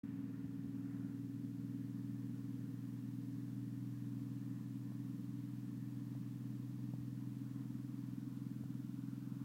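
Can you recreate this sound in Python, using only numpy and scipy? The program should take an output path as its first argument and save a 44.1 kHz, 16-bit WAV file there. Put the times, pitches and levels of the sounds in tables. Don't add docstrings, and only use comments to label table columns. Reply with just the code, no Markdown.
import sys
import numpy as np
from scipy import signal
from scipy.fft import rfft, irfft
from scipy.io import wavfile
from scipy.ndimage import uniform_filter1d

SR = 44100
rng = np.random.default_rng(int(sys.argv[2]) if len(sys.argv) > 2 else 0)


def wrap_up_sound(samples):
    columns = np.atleast_2d(samples).T
    tamed = np.clip(columns, -1, 1)
    steps = np.round(tamed * 32767).astype(np.int16)
    wavfile.write(sys.argv[1], SR, steps)


N = 416304

# t/s, level/dB
FIRING_LEVEL = [(0, -55.5), (1.9, -49.5), (3.2, -50.2), (3.85, -48), (5.5, -50), (6.9, -48), (8.2, -50.2),
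                (9.44, -50.5)]
# order/cycle rate, level/dB
THROB_ORDERS = [(4, -77), (7, -69), (8, -58.2), (9, -57), (10, -55.4), (11, -57.5), (12, -58), (13, -54.6)]
# t/s, half-width/s, gain/dB
THROB_FADES = [(0, 1.3, -1.4), (6.6, .9, -1.5), (8.9, 0.66, 1)]
# t/s, half-width/s, gain/dB
HOLLOW = [(5.7, .9, -14)]
# order/cycle rate, relative level/dB
EDGE_ORDERS = [(14, 0.5), (15, -22.5), (18, -28.5), (20, -26), (23, -28)]
# f/Hz, relative density/dB
RUMBLE_SPECTRUM = [(25, -33.5), (50, -28), (80, -24.5), (115, -7), (195, -0.5), (250, -2.5), (277, 0.5),
                   (300, -7.5), (340, -16), (430, -25), (472, -18.5), (520, -32.5), (900, -56)]
# t/s, half-width/s, gain/dB
AIR_SWELLS = [(.15, .35, 3.5), (.96, .17, 5), (1.4, .25, -1.5), (2.4, 0.33, 1)]
# t/s, tap level/dB, thump level/dB, thump f/Hz
BUMPS = [(.452, -60, -46, 115), (.660, -66, -54, 75), (2.212, -68, -47, 170), (2.611, -62, -49, 140),
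         (4.921, -53, -49, 150), (6.152, -51, -44, 160), (6.938, -46.5, -42, 160), (7.004, -70, -56, 85),
         (8.116, -70, -56, 85), (8.638, -51.5, -45, 120)]
# t/s, half-width/s, gain/dB
PUFFS = [(.04, .12, 16), (.62, 0.27, 7), (7.8, 1, 3)]
# f/Hz, width/Hz, level/dB
HUSH_BANDS = [(1026, 450, -77), (1426, 360, -78), (1773, 300, -81.5)]
# f/Hz, relative density/dB
HISS_SPECTRUM = [(500, -3), (2300, 1.5), (3000, 0.5), (5000, -1.5), (7000, -3), (10000, -5), (13000, -3.5),
                 (15500, -2)]


def engine(firings_per_cycle=6, swell_share=.28):
    cycle = engine_cycles()
    air_db = swell_share * swells_db(AIR_SWELLS)
    firing_db = curves(FIRING_LEVEL)[0] + air_db
    firing = undb(firing_db) * np.sqrt(2) * np.cos(2 * np.pi * firings_per_cycle * cycle)
    return firing + throb(cycle, air_db) + upper_edge(cycle, air_db) + rumble(cycle)


def engine_cycles(base_hz=19.801, climb_hz_per_s=.1439, settle_hz=.1, settle_s=.6, jitter_cycles=.0026):
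    t = seconds()
    hz = base_hz + climb_hz_per_s * t - settle_hz * np.exp(-t / settle_s)
    cycle = np.cumsum(hz) / SR
    cycle -= cycle[int(1.049 * SR)]
    return cycle + jitter_cycles * walk(12)


def throb(cycle, air_db, trim_db=-.71, hollow_order=12, waver_db=.5):
    gain_db = trim_db + swells_db(THROB_FADES) + air_db
    out = np.zeros(N)
    for order, db in THROB_ORDERS:
        hollow_db = swells_db(HOLLOW) if order == hollow_order else 0
        out += undb(db + gain_db + hollow_db + waver_db * walk(2.4)) * echoed_order(cycle, order)
    return out


def upper_edge(cycle, air_db, base_db=-50, fade_db_per_s=.88, tilt_rms_db_per_oct=2.5, waver_db=.5):
    edge_db = base_db - fade_db_per_s * seconds()
    tilt_db_per_oct = tilt_rms_db_per_oct * unit(edge_db - edge_db.mean())
    out = np.zeros(N)
    for order, db in EDGE_ORDERS:
        tilt_db = tilt_db_per_oct * np.log2(order / EDGE_ORDERS[0][0])
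        out += undb(db + edge_db + air_db + tilt_db + waver_db * walk(1.99)) * echoed_order(cycle, order)
    return out


def echoed_order(cycle, order, delay_cycles=.279, early=.48, late=.17, drop_s=7.3, drop_width_s=1.1):
    strength = late + (early - late) * (1 - np.tanh((seconds() - drop_s) / drop_width_s)) / 2
    shift_rad = 2 * np.angle(1 + strength * np.exp(-2j * np.pi * order * delay_cycles))
    return np.sqrt(2) * np.cos(2 * np.pi * order * cycle + shift_rad)


def rumble(cycle, level_db=-54.9, surge_db=1, pulse_depth=.09):
    scatter = noise() * (1 + pulse_depth * np.cos(2 * np.pi * cycle))
    return undb(level_db + surge_db * walk(9)) * colour(scatter, RUMBLE_SPECTRUM)


def bumps(tap_hz=560, tap_cycles=.53, lag_s=.0077, thump_cycles=.95):
    out = np.zeros(N)
    for at_s, tap_db, thump_db, thump_hz in BUMPS:
        t = seconds() - at_s
        near = np.abs(t) < .1
        out[near] += undb(tap_db) * swing(t[near], tap_hz, tap_cycles)
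        out[near] += undb(thump_db) * swing(t[near] - lag_s, thump_hz, thump_cycles)
    return out


def breeze(rest_db=-78.5, flutter_db=2):
    return undb(rest_db + swells_db(PUFFS) + flutter_db * walk(14)) * noise_band(hz=85, width_hz=41)


def hush(bed_db=-79, bed_swell_share=.6, bright_db=-82, decay_db_per_s=6, rise_db_per_s=.0852):
    t = seconds()
    air_db = swells_db(AIR_SWELLS)
    bed = undb(bed_db + bed_swell_share * air_db) * noise_band(hz=613, width_hz=390)
    bands = hush_bands()
    bright = undb(bright_db - decay_db_per_s * t) * noise_band(hz=2400, width_hz=1200)
    return bed + undb(air_db + rise_db_per_s * t) * (bands + bright)


def hush_bands(flicker_db=1.23, start_hz=1219, glide_hz_per_s2=11.4, dip_width_hz=186, depth_db=10):
    dip_hz = start_hz + glide_hz_per_s2 * seconds() ** 2 / 2
    out = np.zeros(N)
    for hz, width_hz, db in HUSH_BANDS:
        dip_db = depth_db * np.exp(-((hz - dip_hz) / dip_width_hz) ** 2)
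        out += undb(db - dip_db + flicker_db * walk(15)) * noise_band(hz, width_hz)
    return out


def hiss(steady_db=-71.5, rise_db=5, rise_s=1.1, whine_hz=15000, whine_db=-102):
    t = seconds()
    level_db = steady_db - rise_db * np.exp(-t / rise_s)
    whine = np.sqrt(2) * np.sin(2 * np.pi * whine_hz * t)
    return undb(level_db) * colour(noise(), HISS_SPECTRUM) + undb(whine_db) * whine


def seconds():
    return np.arange(N) / SR


def undb(db):
    return 10 ** (np.asarray(db) / 20)


def unit(x):
    return x / np.sqrt(np.mean(x ** 2))


def curves(table):
    times_s, *columns = np.transpose(table)
    return [np.interp(seconds(), times_s, column) for column in columns]


def swells_db(table):
    t = seconds()
    return sum(db * np.exp(-((t - at_s) / half_width_s) ** 2) for at_s, half_width_s, db in table)


def swing(t, hz, half_width_cycles):
    return np.exp(-(t * hz / half_width_cycles) ** 2) * np.cos(2 * np.pi * hz * t)


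def walk(rate_hz):
    hold = int(SR / rate_hz)
    steps = np.repeat(rng.standard_normal(N // hold + 1), hold)
    return 1.25 * uniform_filter1d(uniform_filter1d(steps, hold), hold)[:N]


def noise():
    return rng.standard_normal(N)


def noise_band(hz, width_hz):
    b, a = signal.iirpeak(hz, hz / width_hz, fs=SR)
    return unit(signal.lfilter(b, a, signal.lfilter(b, a, noise())))


def colour(x, spectrum):
    hz, db = np.transpose(spectrum)
    bins_hz = np.maximum(np.fft.rfftfreq(N, 1 / SR), 1)
    gain = undb(np.interp(np.log(bins_hz), np.log(hz), db))
    return unit(irfft(rfft(x) * gain, N))


def scene():
    return (engine() + breeze() + hush() + bumps() + hiss())[None]


def record(dry, top_hz=15830):
    fade_in = np.interp(seconds(), [.033, .037], [0, 1])
    lowpass = signal.ellip(12, .1, 70, top_hz, fs=SR, output="sos")
    return signal.sosfilt(lowpass, dry * fade_in)


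dry = scene()
out = record(dry)
wrap_up_sound(out)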